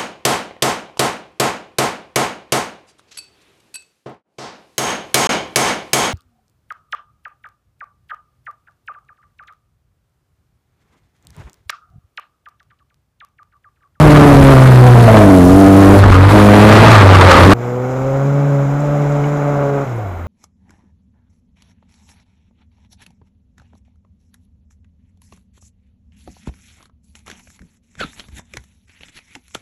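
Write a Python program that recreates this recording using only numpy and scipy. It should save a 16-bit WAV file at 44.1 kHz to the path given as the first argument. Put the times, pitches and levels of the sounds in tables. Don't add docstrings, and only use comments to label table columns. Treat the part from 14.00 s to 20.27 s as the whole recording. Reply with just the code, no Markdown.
import sys
import numpy as np
from scipy import signal
from scipy.fft import rfft, irfft, next_fast_len
from scipy.io import wavfile
from scipy.ndimage import uniform_filter1d

SR = 44100
rng = np.random.default_rng(int(sys.argv[2]) if len(sys.argv) > 2 else 0)


def field_ratio(decibels):
    return 10 ** (np.asarray(decibels, dtype=float) / 20)


def wav_record(signal):
    frames = np.transpose(np.atleast_2d(signal))
    bounded = np.clip(frames, -1, 1)
    quanta = np.round(bounded * 32767).astype(np.int16)
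    wavfile.write(sys.argv[1], SR, quanta)


N = 276507
CUT_S = 3.535

# time_s, firing_hz
NEAR_FIRING = [(0.02, 152.6), (0.5, 135), (0.65, 129.6), (0.99, 120.7), (1.23, 102), (1.43, 87.7),
               (1.58, 97), (1.86, 97.4), (2.03, 99.8), (2.16, 91.4), (2.35, 104), (2.5, 102.5),
               (2.8, 108.0), (2.92, 112.6), (3.03, 98), (3.3, 90.2), (3.42, 88.4), (3.52, 100)]
FAR_FIRING = [(3.56, 119.8), (3.75, 123.8), (4.12, 135), (4.36, 141.3), (4.66, 140.1), (4.85, 145.8),
              (5.08, 143.4), (5.3, 145.5), (5.54, 143.1), (5.845, 139), (5.875, 126.8), (6.0, 110.2),
              (6.12, 87.3), (6.27, 84.5)]
# time_s, opening_0_to_1
NEAR_PEDAL = [(0.0, 0.57), (0.149, 0.93), (0.56, 0.91), (0.66, 0.7), (1.03, 0.76), (1.12, 0.97),
              (1.95, 0.92), (2.04, 0), (2.28, 0), (2.34, 0.95), (2.68, 0.97), (2.95, 0.39), (3.1, 0.03),
              (3.36, 0.25), (3.48, 0.94)]
FAR_PEDAL = [(3.55, 0.69), (3.75, 0.96), (4.5, 1), (5.2, 1.004), (5.72, 0.96), (5.84, 0.99), (5.86, 0.65),
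             (6.27, 0.055)]
# centre_s, depth_db, half_width_s
THROTTLE_SNAPS = [
    (2.3, -8.5, 0.019),
    (3.36, -8, .03),
    (5.853, -14, 0.009),
]
# pitch_hz, level_db
NEAR_BOOM_LEVEL = [(88, -13.5), (100, -10), (110, -10), (126, -4), (145, -10.5)]
# time_s, level_db
TAILPIPE_FACING = [(3.6, -22.5), (3.95, -21.5), (4.249, -14), (4.6, -13), (4.75, -16), (5.2, -15),
                   (5.3, -17), (5.65, -18.5), (5.83, -21), (6.06, -23.5), (6.13, -26)]
# pitch_hz, level_db
NEAR_SILENCER = [(180, -8.5), (235, -12.5), (290, -6), (350, -23.5), (420, -20.5), (520, -20.5), (630, -15),
                 (850, -39)]
FAR_SILENCER = [(200, -24), (250, -27), (285, -24.5), (400, -27), (500, -27), (570, -24.5)]
# pitch_hz, level_db
NEAR_TAILPIPE = [(400, 0), (520, -6.5), (700, -6.5), (800, -9), (1000, -7.5), (1500, -65)]
FAR_TAILPIPE = [(600, 0), (720, 2), (850, -3), (1000, -8), (1150, -5), (1500, -10)]
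# centre_s, order, level_db, half_width_s
NEAR_ORDER_SWELLS = [(0.2, 3, 9, 0.15), (0.65, 3, 7.5, 0.15), (0.85, 2, -3.5, 0.18), (1.5, 5, -3.5, 0.14),
                     (0.869, 4, 12, 0.052), (0.87, 6, 19.5, 0.042), (0.98, 3, -6, 0.12),
                     (1.25, 6, -6, 0.07), (1.961, 6, 9, 0.019), (2.2, 3, 10.5, 0.11), (2.5, 2, 4.5, .12),
                     (2.5, 5, -6, 0.18), (2.75, 3, 4.5, 0.09), (2.85, 6, 16, 0.032), (3.1, 4, 22, 0.075),
                     (3.33, 6, 29.5, 0.098), (3.35, 1, -3.5, 0.05), (3.44, 1, 8.5, 0.031)]
FAR_ORDER_SWELLS = [(3.7, 4, 5, 0.18), (4.1, 4, 7, .08), (4.2, 5, 3, 0.069), (4.72, 4, -9, 0.07),
                    (4.78, 3, -13, .13), (5.23, 4, -10, 0.042), (5.62, 4, 6, .12), (5.65, 5, 6, 0.25),
                    (5.72, 3, 7.5, .1)]
# centre_s, level_db, half_width_s
WIND_GUSTS = [
    (0.04, 6, .06),
    (0.4, 12, 0.27),
    (1.67, 8, .05),
    (2.07, 13, .1),
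    (3.44, 7, .06),
]
# time_s, level_db
GROUND_SHAKE = [(0.0, -20), (0.35, -20), (0.75, -22), (1.15, -25), (1.45, -30.5), (1.75, -27), (2.0, -23),
                (2.3, -21), (2.45, -18.5), (2.7, -16), (2.87, -11.5), (2.97, -14.5), (3.2, -17),
                (3.35, -14.5), (3.53, -15)]
# centre_s, level_db, half_width_s
SMOOTH_PATCHES = [
    (1.65, -7, .15),
    (2.22, -5, 0.073),
    (2.47, -8.5, 0.16),
    (3.32, -3.5, 0.064),
]
# pitch_hz, density_db_per_hz
BODY_ROAR_COLOUR = [(60, -2.5), (120, 9.5), (300, 5.5), (650, 0.5), (1000, -14), (2500, -52)]
RATTLE_COLOUR = [(500, -4), (900, 1), (1300, -1.5), (2000, -8), (3000, -18), (4300, -19), (6000, -34),
                 (9000, -28.5)]
INTAKE_COLOUR = [(5000, -0.5), (8000, -1), (11500, 3.5), (13000, -7.5), (15500, 3), (17000, 9)]
# start_s, over_rattle_db, t60_s
BODY_JOLTS = [
    (1.167, 11, 0.068),
    (1.99, 7, 0.05),
    (3.21, 10.5, .04),
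    (3.313, 16, 0.026),
]
# centre_s, level_db, half_width_s
PANEL_RUTS = [
    (0.16, 8, 0.01),
    (2.04, 15, 0.01),
    (2.13, 18, 0.043),
    (2.7, 0.5, .12),
    (2.93, 3.5, .06),
    (3.13, 7, 0.057),
    (3.31, 14, 0.037),
    (3.52, 8.5, .03),
]
# start_s, peak_db, pitch_hz, t60_s
PAN_KNOCKS = [
    (0.955, -6, 709.6, 0.21),
    (1.078, -2.5, 654, 0.17),
    (1.143, -5.5, 655, 0.18),
    (1.208, -6.5, 654, 0.4),
    (1.295, -10, 660, 0.11),
]
# pitch_hz, density_db_per_hz
FAR_ROAR_COLOUR = [(60, -20), (100, -8), (200, -3.5), (400, -4), (750, -2), (1000, -7.5), (1450, -9),
                   (1750, -18.5), (2200, -17), (2700, -26.5), (3300, -30.5), (3700, -33), (4100, -32.5),
                   (4500, -53)]
TYRE_COLOUR = [(3600, -11), (4400, -13), (5000, -5.5), (6000, -4), (7000, 0), (7800, -8), (8600, -22),
               (10000, -17), (10700, -18.5), (11500, -11), (12300, -29), (13000, -17)]
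RASP_COLOUR = [(800, -9), (1200, 3), (1900, -6), (2800, -20)]
# time_s, level_db
TYRE_GRIP = [(3.56, -6), (3.63, -0.5), (3.8, -3), (3.92, -0.5), (4.75, 0), (5.2, 1.5), (5.45, 0.5),
             (5.82, 0), (5.98, -3.5), (6.27, -7)]
# start_s, peak_db, pitch_hz, t60_s
STONES_AND_BURBLES = [
    (4.805, -31, 7460, 0.014),
    (5.24, -24, 2230, .04),
    (5.243, -31, 2900, .03),
    (5.96, -50, 10300, .06),
    (5.98, -23, 521, 0.093),
    (5.995, -22, 733, 0.19),
    (6.055, -24, 700, .08),
]


def in_time(rows):
    s, value = np.transpose(rows)
    return np.interp(np.arange(N) / SR, s, value)


def at_hz(points, hz):
    point_hz, level_db = np.transpose(points)
    return np.interp(np.log(hz), np.log(point_hz), level_db)


def bumps(rows):
    t = np.arange(N) / SR
    return sum(db * np.exp(-((t - s) / width) ** 2) for s, db, width in rows)


def rms_one(x):
    return x / np.sqrt(np.mean(x ** 2) + 1e-20)


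def drift(rate_hz):
    r = np.exp(-80 * np.pi * rate_hz / SR)
    slow = signal.lfilter([1], [1, -2 * r, r * r], rng.standard_normal(N // 40 + 2002))[2000:]
    return np.interp(np.arange(N) / 40, np.arange(len(slow)), rms_one(slow))


def colour(x, spectrum):
    size = next_fast_len(N)
    hz = np.maximum(np.fft.rfftfreq(size, 1 / SR), 1)
    inside = (hz > spectrum[0][0] / 2) & (hz < spectrum[-1][0])
    gain = field_ratio(at_hz(spectrum, hz)) * inside
    return rms_one(irfft(rfft(x, size) * gain, size)[:N])


def puffs(turns, depth, flicker_db):
    pulse = 1 + depth * np.cos(2 * np.pi * turns)
    return rng.standard_normal(N) * pulse * field_ratio(flicker_db * drift(34.4))


def orders(hz, boom_db, throttle, silencer, high_db, shut_db, swells, count):
    loss_db = shut_db * (1 - throttle)
    levels = [boom_db]
    for order in range(2, count + 1):
        height_db = high_db if order == 5 else at_hz(silencer, order * hz)
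        levels.append(loss_db + height_db)
    levels = np.array(levels)
    for s, order, db, width in swells:
        levels[int(round(order)) - 1] += bumps([(s, db, width)])
    return levels


def exhaust(hz, levels, pipe, part, half_db, jitter_turns, waver_db, flutter_db,
            lean_turns, smear_turns, scatter_turns):
    levels = levels[:, part]
    turns = np.cumsum(hz) / SR + jitter_turns * drift(35.0)
    out = np.zeros(N)
    for order in [1, 1.5, 2, 2.5, 3, 3.5, 4, 4.5, 5, 5.5, 6, 7, 8, 9, 10, 11]:
        own_level = order <= len(levels) and order % 1 == 0 and order != 5
        if own_level:
            level_db = levels[int(order) - 1]
        else:
            level_db = levels[min(int(order), 5) - 1] + at_hz(pipe, order * hz[part])
        if order % 1 > 0:
            level_db = level_db + half_db
        chance_db = flutter_db * drift(25) if order > 3.5 else waver_db * drift(9)
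        phase = order * turns + lean_turns + smear_turns * order ** 2 + scatter_turns * drift(1.61)
        out[part] += field_ratio(level_db + chance_db[part]) * np.sin(2 * np.pi * phase[part])
    return np.sqrt(2) * field_ratio(bumps(THROTTLE_SNAPS)) * out, turns


def near_exhaust(hz, throttle):
    boom_db = at_hz(NEAR_BOOM_LEVEL, hz) + 4 * (1 - throttle)
    levels = orders(hz, boom_db, throttle, NEAR_SILENCER, high_db=-25, shut_db=-20.5,
                    swells=NEAR_ORDER_SWELLS, count=6)
    return exhaust(hz, levels, NEAR_TAILPIPE, slice(0, int(CUT_S * SR) + 1), half_db=-15,
                   jitter_turns=0.013, waver_db=0.8, flutter_db=2.3,
                   lean_turns=0.5, smear_turns=0.065, scatter_turns=0.05)


def wind():
    buffet = rng.standard_normal(N) * field_ratio(1.2 * drift(12))
    level_db = np.minimum(-25 + bumps(WIND_GUSTS) + 1.5 * drift(4.5), -13)
    return field_ratio(level_db) * colour(buffet, [(18, -14), (35, -3), (60, 0), (90, -6), (200, -30)])


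def body_roar(turns, throttle, swing_db):
    level_db = -12 + 0.75 * swing_db - 1.5 * (1 - throttle) + bumps(SMOOTH_PATCHES) + drift(8)
    return field_ratio(level_db - 3) * colour(puffs(turns, 0.97, 0.75), BODY_ROAR_COLOUR)


def jolts():
    t = np.arange(N) / SR
    gain = np.ones(N)
    for s, db, t60 in BODY_JOLTS:
        gain += (t > s) * field_ratio(db - 60 * np.clip((t - s) / t60, 0, 4))
    return gain


def rattle(turns, shake_db):
    chatter = colour(puffs(turns, 0.059, 0.88), RATTLE_COLOUR)
    return field_ratio(shake_db + 2 + drift(11)) * chatter * jolts()


def intake_hiss(turns, throttle):
    level_db = -38 - 8 * np.clip(1 - throttle / 0.5, 0, 1)
    return field_ratio(level_db) * colour(puffs(turns, 0.051, 0.89), INTAKE_COLOUR)


def panel(turns, swing_db):
    pitch_hz, width_hz = 1188, 85
    level_db = -22.5 + 1.31 * swing_db + bumps(PANEL_RUTS) + 2.4 * drift(9.7)
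    r = np.exp(-np.pi * width_hz / SR)
    poles = [1, -2 * r * np.cos(2 * np.pi * pitch_hz / SR), r * r]
    rung = signal.lfilter([1, 0, -1], poles, puffs(turns, 0.45, 2.4))
    return field_ratio(level_db - 7) * rms_one(rung)


def struck(events):
    out = np.zeros(N)
    for s, db, hz, t60 in events:
        t = np.maximum(np.arange(N) / SR - s, 0)
        out += field_ratio(db - 60 * np.minimum(t / t60, 4)) * np.sin(2 * np.pi * hz * t)
    return out


def overloaded(x):
    rail, droop_hz, dull_hz = 0.815, 11.5, 8330
    railed = x / (1 + np.abs(x / rail) ** 12) ** (1 / 12)
    return signal.sosfilt(signal.butter(1, [droop_hz, dull_hz], "band", fs=SR, output="sos"), railed)


def on_board():
    hz, throttle, shake_db = in_time(NEAR_FIRING), in_time(NEAR_PEDAL), in_time(GROUND_SHAKE)
    swing_db = shake_db + 22
    tone, turns = near_exhaust(hz, throttle)
    hiss = intake_hiss(turns, throttle)
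    air = wind() + body_roar(turns, throttle, swing_db) + rattle(turns, shake_db) + field_ratio(6.5) * hiss
    close = tone + air + panel(turns, swing_db) + struck(PAN_KNOCKS)
    return overloaded(field_ratio(7) * close) + field_ratio(-4.5) * hiss


def far_exhaust(hz, throttle):
    levels = orders(hz, in_time(TAILPIPE_FACING), throttle, FAR_SILENCER, high_db=-37, shut_db=-27.5,
                    swells=FAR_ORDER_SWELLS, count=5)
    return exhaust(hz, levels, FAR_TAILPIPE, slice(int(CUT_S * SR), N), half_db=-22,
                   jitter_turns=0.01, waver_db=0.5, flutter_db=1.5,
                   lean_turns=0.4, smear_turns=0, scatter_turns=0.12)


def far_rumble():
    rumble = colour(rng.standard_normal(N), [(15, -10), (40, 4), (70, 2), (120, -12), (250, -27)])
    return field_ratio(-41 + 2.2 * drift(6)) * rumble


def far_roar(turns, grip_db):
    return field_ratio(-29 + grip_db + 3) * colour(puffs(turns, 0.033, 0.58), FAR_ROAR_COLOUR)


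def tyre_hiss(turns, grip_db):
    fade_db = -1.1 * (np.arange(N) / SR - 4.8)
    level_db = -52.5 + 1.54 * grip_db + fade_db
    return field_ratio(level_db + 4) * colour(puffs(turns, 0.14, 1.0), TYRE_COLOUR)


def whine():
    start_s, bursts_hz, pitch_hz = 3.538, 54.0, 13749
    t = np.arange(N) / SR
    gate = ((t - start_s) * bursts_hz % 1 < 0.72) * 1.0
    return field_ratio(-59) * uniform_filter1d(gate, size=40) * np.sin(2 * np.pi * pitch_hz * t)


def tailpipe_rasp(turns):
    level_db = -51 + bumps([(5.45, 17, 0.4)])
    return field_ratio(level_db) * colour(puffs(turns, 0.3, 1.2), RASP_COLOUR)


def far_off():
    hz, throttle, grip_db = in_time(FAR_FIRING), in_time(FAR_PEDAL), in_time(TYRE_GRIP)
    tone, turns = far_exhaust(hz, throttle)
    ground = far_rumble() + far_roar(turns, grip_db) + tyre_hiss(turns, grip_db)
    preamp_noise = field_ratio(-60) * rng.standard_normal(N)
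    return tone + ground + whine() + struck(STONES_AND_BURBLES) + tailpipe_rasp(turns) + preamp_noise


def scene():
    on_car = np.arange(N) < CUT_S * SR
    return np.where(on_car, on_board(), far_off())[None]


def top_cut(x):
    return signal.sosfilt(signal.butter(12, 16290, fs=SR, output="sos"), x)


def record(dry):
    limited = np.clip(dry, -1, 1)
    mix = signal.sosfilt(signal.cheby2(10, 50, 16300, fs=SR, output="sos"), limited)
    return top_cut(mix)


dry = scene()
out = record(dry)
wav_record(out)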